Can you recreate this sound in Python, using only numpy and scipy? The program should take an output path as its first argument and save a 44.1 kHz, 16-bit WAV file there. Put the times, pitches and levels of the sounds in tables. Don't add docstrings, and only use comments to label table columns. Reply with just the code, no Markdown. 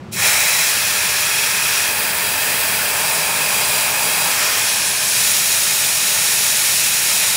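import sys
import numpy as np
from scipy import signal
from scipy.fft import rfft, irfft, next_fast_len
from scipy.io import wavfile
from scipy.ndimage import uniform_filter1d

SR = 44100
rng = np.random.default_rng(int(sys.argv[2]) if len(sys.argv) > 2 else 0)


def output_pcm(signal):
    pcm = np.clip(np.atleast_2d(signal).T, -1, 1) * 32767
    wavfile.write(sys.argv[1], SR, np.round(pcm).astype(np.int16))


N = 324576
FFT_SIZE = next_fast_len(N)
HZ = np.fft.rfftfreq(FFT_SIZE, 1 / SR) + 1e-3
TIME_S = np.arange(N) / SR


def undb(db):
    return 10 ** (np.asarray(db) / 20)


def unit(x):
    return x / np.sqrt(np.mean(x ** 2))


def spectrum(points):
    hz, db = np.transpose(points)
    return undb(np.interp(np.log(HZ), np.log(hz), db))


def bell(hz, width_hz):
    return 1 / (1 + (2 * (HZ - hz) / width_hz) ** 2)


def noise(gain):
    white = rng.standard_normal(N)
    return irfft(rfft(white, FFT_SIZE) * gain, FFT_SIZE)[:N]


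def walk(rate_hz):
    hold = int(SR / rate_hz)
    steps = np.repeat(rng.standard_normal(N // hold + 1), hold)
    smooth = uniform_filter1d(uniform_filter1d(steps, hold), hold)
    return unit(smooth[:N])


def ramp(start_s, length_s):
    return np.clip((TIME_S - start_s) / length_s, 0, 1)


# f/Hz, level/dB (relative)
RUMBLE_SPECTRUM = [(18, -60), (32, -37), (87, 0), (140, 0), (215, -1), (240, -11), (300, -14.5), (370, -5),
                   (430, -14), (520, -13), (700, -17), (1000, -18), (3000, -29), (8000, -42), (15500, -58)]
RUMBLE_DB = -40.5


def rumble():
    return undb(RUMBLE_DB) * unit(noise(spectrum(RUMBLE_SPECTRUM)))


CRACK_AT_S, CRACK_S, LEAK_DB = 0.11, 0.02, -16


def valve(swell_at_s, swell_s):
    crack = ramp(CRACK_AT_S, CRACK_S) ** 2
    return crack * undb(LEAK_DB * (1 - ramp(swell_at_s, swell_s)))


ROOM_T60_S, ROOM_DB, ROOM_DULL_HZ = 0.25, -7.5, 3000


def room():
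    s = np.arange(SR // 2) / SR
    wash = rng.standard_normal(len(s)) * np.exp(-np.log(1000) * s / ROOM_T60_S)
    wash = undb(ROOM_DB) * wash / np.sqrt(np.sum(wash ** 2))
    return 1 + rfft(wash, FFT_SIZE) / (1 + 1j * HZ / ROOM_DULL_HZ)


# f/Hz, width/Hz, level/dB
METAL_NOTCHES = [(3010, 116, -5), (3570, 200, -2), (6300, 230, -4), (8870, 300, -1.5), (11900, 500, -3),
                 (13700, 900, -2.5)]
# f/Hz, width/Hz, level/dB
CORNER_RESONANCES = [(393, 26, 2), (468, 38, 1.5), (607, 42, 4), (810, 38, 1), (1057, 32, 2),
                     (1323, 22, 1.5), (2080, 44, 1.5), (2663, 47, 2.5), (3080, 45, 1.5), (4100, 55, -1),
                     (5300, 43, 4), (7940, 40, 0.5)]
BROAD_DB = -0.5


def colour(broad, peaks):
    power = (undb(BROAD_DB) * spectrum(broad)) ** 2
    power = power + sum(undb(db) ** 2 * bell(hz, width) for hz, width, db in peaks)
    shaping_db = sum(db * bell(hz, width) for hz, width, db in METAL_NOTCHES + CORNER_RESONANCES)
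    gain = np.sqrt(power) * undb(shaping_db)
    return gain / np.sqrt(np.mean(np.abs(gain) ** 2))


# t/s, blend/s, jet level/dB (before gain control), its drift/(dB/s),
# roar against hiss level/dB, its drift/(dB/s) (for 2 s), forearm band level/dB
POSE_COURSE = [(0.15, 0.112, -14.1, -0.2, 0.3, -3.5, 0.1), (0.64, 0.08, -15.5, -1.2, -0.9, 2.1, -1.1),
               (1.856, 0.07, -17, 0.5, -0.3, 0.6, -1.1), (2.8, 0.21, -17, 0.3, 0.2, 0.2, -3.5),
               (4.25, 0.16, -16, 0.5, 1.2, 0.1, -1.5), (4.55, 0.16, -16.2, -2.4, 1.2, -1.5, 0.1),
               (5.1, 0.14, -15.2, -0.1, -0.2, 0.3, 0)]
# (f/Hz, width/Hz, level/dB)
FIRST_COLOUR = [(150, -55), (250, -24.5), (899, -5), (1210, -7), (2490, 0.5), (2860, -10), (5530, -9),
                (6240, -4.5), (13700, -10), (15600, -8.5)], [(2100, 310, -6), (2540, 260, -2.5),
                (3220, 300, -6), (3950, 240, -3), (5500, 540, -4), (7200, 220, -7), (8320, 360, -8),
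                (9900, 350, -3.5), (12900, 31, -10), (15100, 440, -8)]
REACH_COLOUR = [(150, -52), (250, -20.5), (466, -12), (526, -12.5), (915, -7), (2410, -2.5), (3020, -4.5),
                (5820, -4.5), (15600, -9)], [(915, 46, -3), (1320, 61, -10), (1650, 140, -2),
                (2540, 180, 2), (3290, 52, -2), (4070, 39, -4), (5620, 300, -3.5), (7140, 370, -10),
                (9900, 1200, -5.5), (12500, 57, -11), (14900, 350, -9)]
TURN_COLOUR = [(88, -41), (150, -13), (290, -15), (880, -6.5), (1200, -8), (1750, -3.5), (2560, -11),
               (2930, -9.5), (4680, -9), (6260, -10), (15600, -7)], [(916, 61, -2), (1620, 200, -6),
               (2530, 330, -1), (3250, 160, -6), (4070, 80, -7), (4780, 150, -6.5), (8170, 310, -8.5),
               (9440, 180, -4.5), (10770, 530, -8.5), (15100, 220, -9)]
CUPPED_COLOUR = [(88, -40), (150, -10), (239, -18.5), (914, -5), (1950, -11), (2420, -6.5), (2880, -11),
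                 (4770, -10.5), (6510, -10), (8060, -9), (15600, -12.5)], [(918, 35, -0.5),
                 (1640, 120, -5.5), (2520, 260, -2), (3250, 230, -9.5), (3920, 200, -11), (4790, 140, -5.5),
                 (6940, 100, -10), (8260, 340, -9), (5650, 300, -13), (9700, 500, -9), (10600, 620, -9),
                 (12900, 230, -17), (13950, 220, -6.5), (15000, 300, -9), (15400, 130, -13)]
TURN_AGAIN_COLOUR = [(150, -46), (250, -16.5), (756, -8), (884, -5), (2410, -2.5), (3350, -4), (3650, -7.5),
                     (5430, -3), (15600, -8.5)], [(2480, 52, 1), (3300, 280, -3), (4700, 48, -3),
                     (5600, 63, -3), (8090, 100, -5), (10300, 64, -1), (13900, 280, -9)]
LET_GO_COLOUR = [(150, -47), (250, -19.5), (947, -5.5), (1410, -9.5), (1590, -1), (1990, -7.5),
                 (2410, -3.5), (9950, -2.5), (15600, -12)], [(2480, 130, -1), (3260, 110, -5),
                 (5500, 290, -3.5), (6400, 65, -1), (8200, 130, -7), (10040, 240, 0.5), (15000, 350, -7)]
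OPEN_COLOUR = [(150, -50), (250, -21), (756, -9.5), (868, -10.5), (1700, -4), (2540, -2.5), (6920, -3),
               (8820, -5), (9950, -2.5), (15600, -11.5)], [(906, 70, -4.5), (2550, 250, -1.5),
               (3260, 110, -12), (3830, 290, -3), (5630, 520, -3), (6780, 660, -1.5), (8240, 260, -1),
               (9800, 1000, -1), (11850, 370, -2), (14900, 690, -3.5)]
POSE_COLOURS = (FIRST_COLOUR, REACH_COLOUR, TURN_COLOUR, CUPPED_COLOUR,
                TURN_AGAIN_COLOUR, LET_GO_COLOUR, OPEN_COLOUR)
ROAR_HZ = 2790
ROAR_AT_S, ROAR_S, ROAR_LATE_DB = 0.13, 0.042, -14
ARM_HZ, ARM_WIDTH_HZ = 12050, 600


def jet():
    roar_entry = undb(ROAR_LATE_DB * (1 - ramp(ROAR_AT_S, ROAR_S)))
    surge_db = 0.18 * walk(8.3)
    flutter_db = 0.38 * walk(6) + 0.29 * walk(16) + 0.32 * walk(150)
    low = 1 / (1 + (HZ / ROAR_HZ) ** 8)
    echoes = room()

    changed = [ramp(row[0], row[1]) for row in POSE_COURSE[1:]]
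    shares = -np.diff([np.ones(N)] + changed + [np.zeros(N)], axis=0)

    out = 0
    for share, pose, row in zip(shares, POSE_COLOURS, POSE_COURSE):
        start_s, _, level_db, drift_db, roar_db, roar_drift_db, arm_db = row
        since_s = TIME_S - start_s
        gain = colour(*pose) * echoes * undb(arm_db * bell(ARM_HZ, ARM_WIDTH_HZ))
        roar_level = undb(roar_db + roar_drift_db * np.clip(since_s, 0, 2)) * roar_entry
        roar = roar_level * noise(gain * np.sqrt(low))
        hiss = undb(flutter_db) * noise(gain * np.sqrt(1 - low))
        pose_level = undb(level_db + drift_db * since_s)
        out = out + np.sqrt(np.abs(share)) * pose_level * (roar + hiss)

    echo_rms = np.sqrt(np.mean(np.abs(echoes) ** 2))
    return out * valve(*POSE_COURSE[0][:2]) * undb(surge_db) / echo_rms


def scene():
    return np.tile(rumble() + jet(), (2, 1))


GAIN_TOP_DB, GAIN_KNEE_DB = 6.5, -16
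GAIN_SLOPE, GAIN_S = 0.37, 0.27
LOW_HZ, TOP_HZ = 38, 15690


def record(dry):
    keep = np.exp(-1 / (GAIN_S * SR))
    mean_power = signal.lfilter([1 - keep], [1, -keep], dry[0] ** 2)
    loud_db = 10 * np.log10(mean_power + 1e-9)
    gain_db = np.minimum(GAIN_TOP_DB, GAIN_SLOPE * (GAIN_KNEE_DB - loud_db))
    wet = dry * undb(gain_db)
    bass_cut = signal.butter(6, LOW_HZ, "high", fs=SR, output="sos")
    top_cut = signal.ellip(12, 0.2, 80, TOP_HZ, fs=SR, output="sos")
    return signal.sosfilt(top_cut, signal.sosfilt(bass_cut, wet))


dry = scene()
out = record(dry)
output_pcm(out)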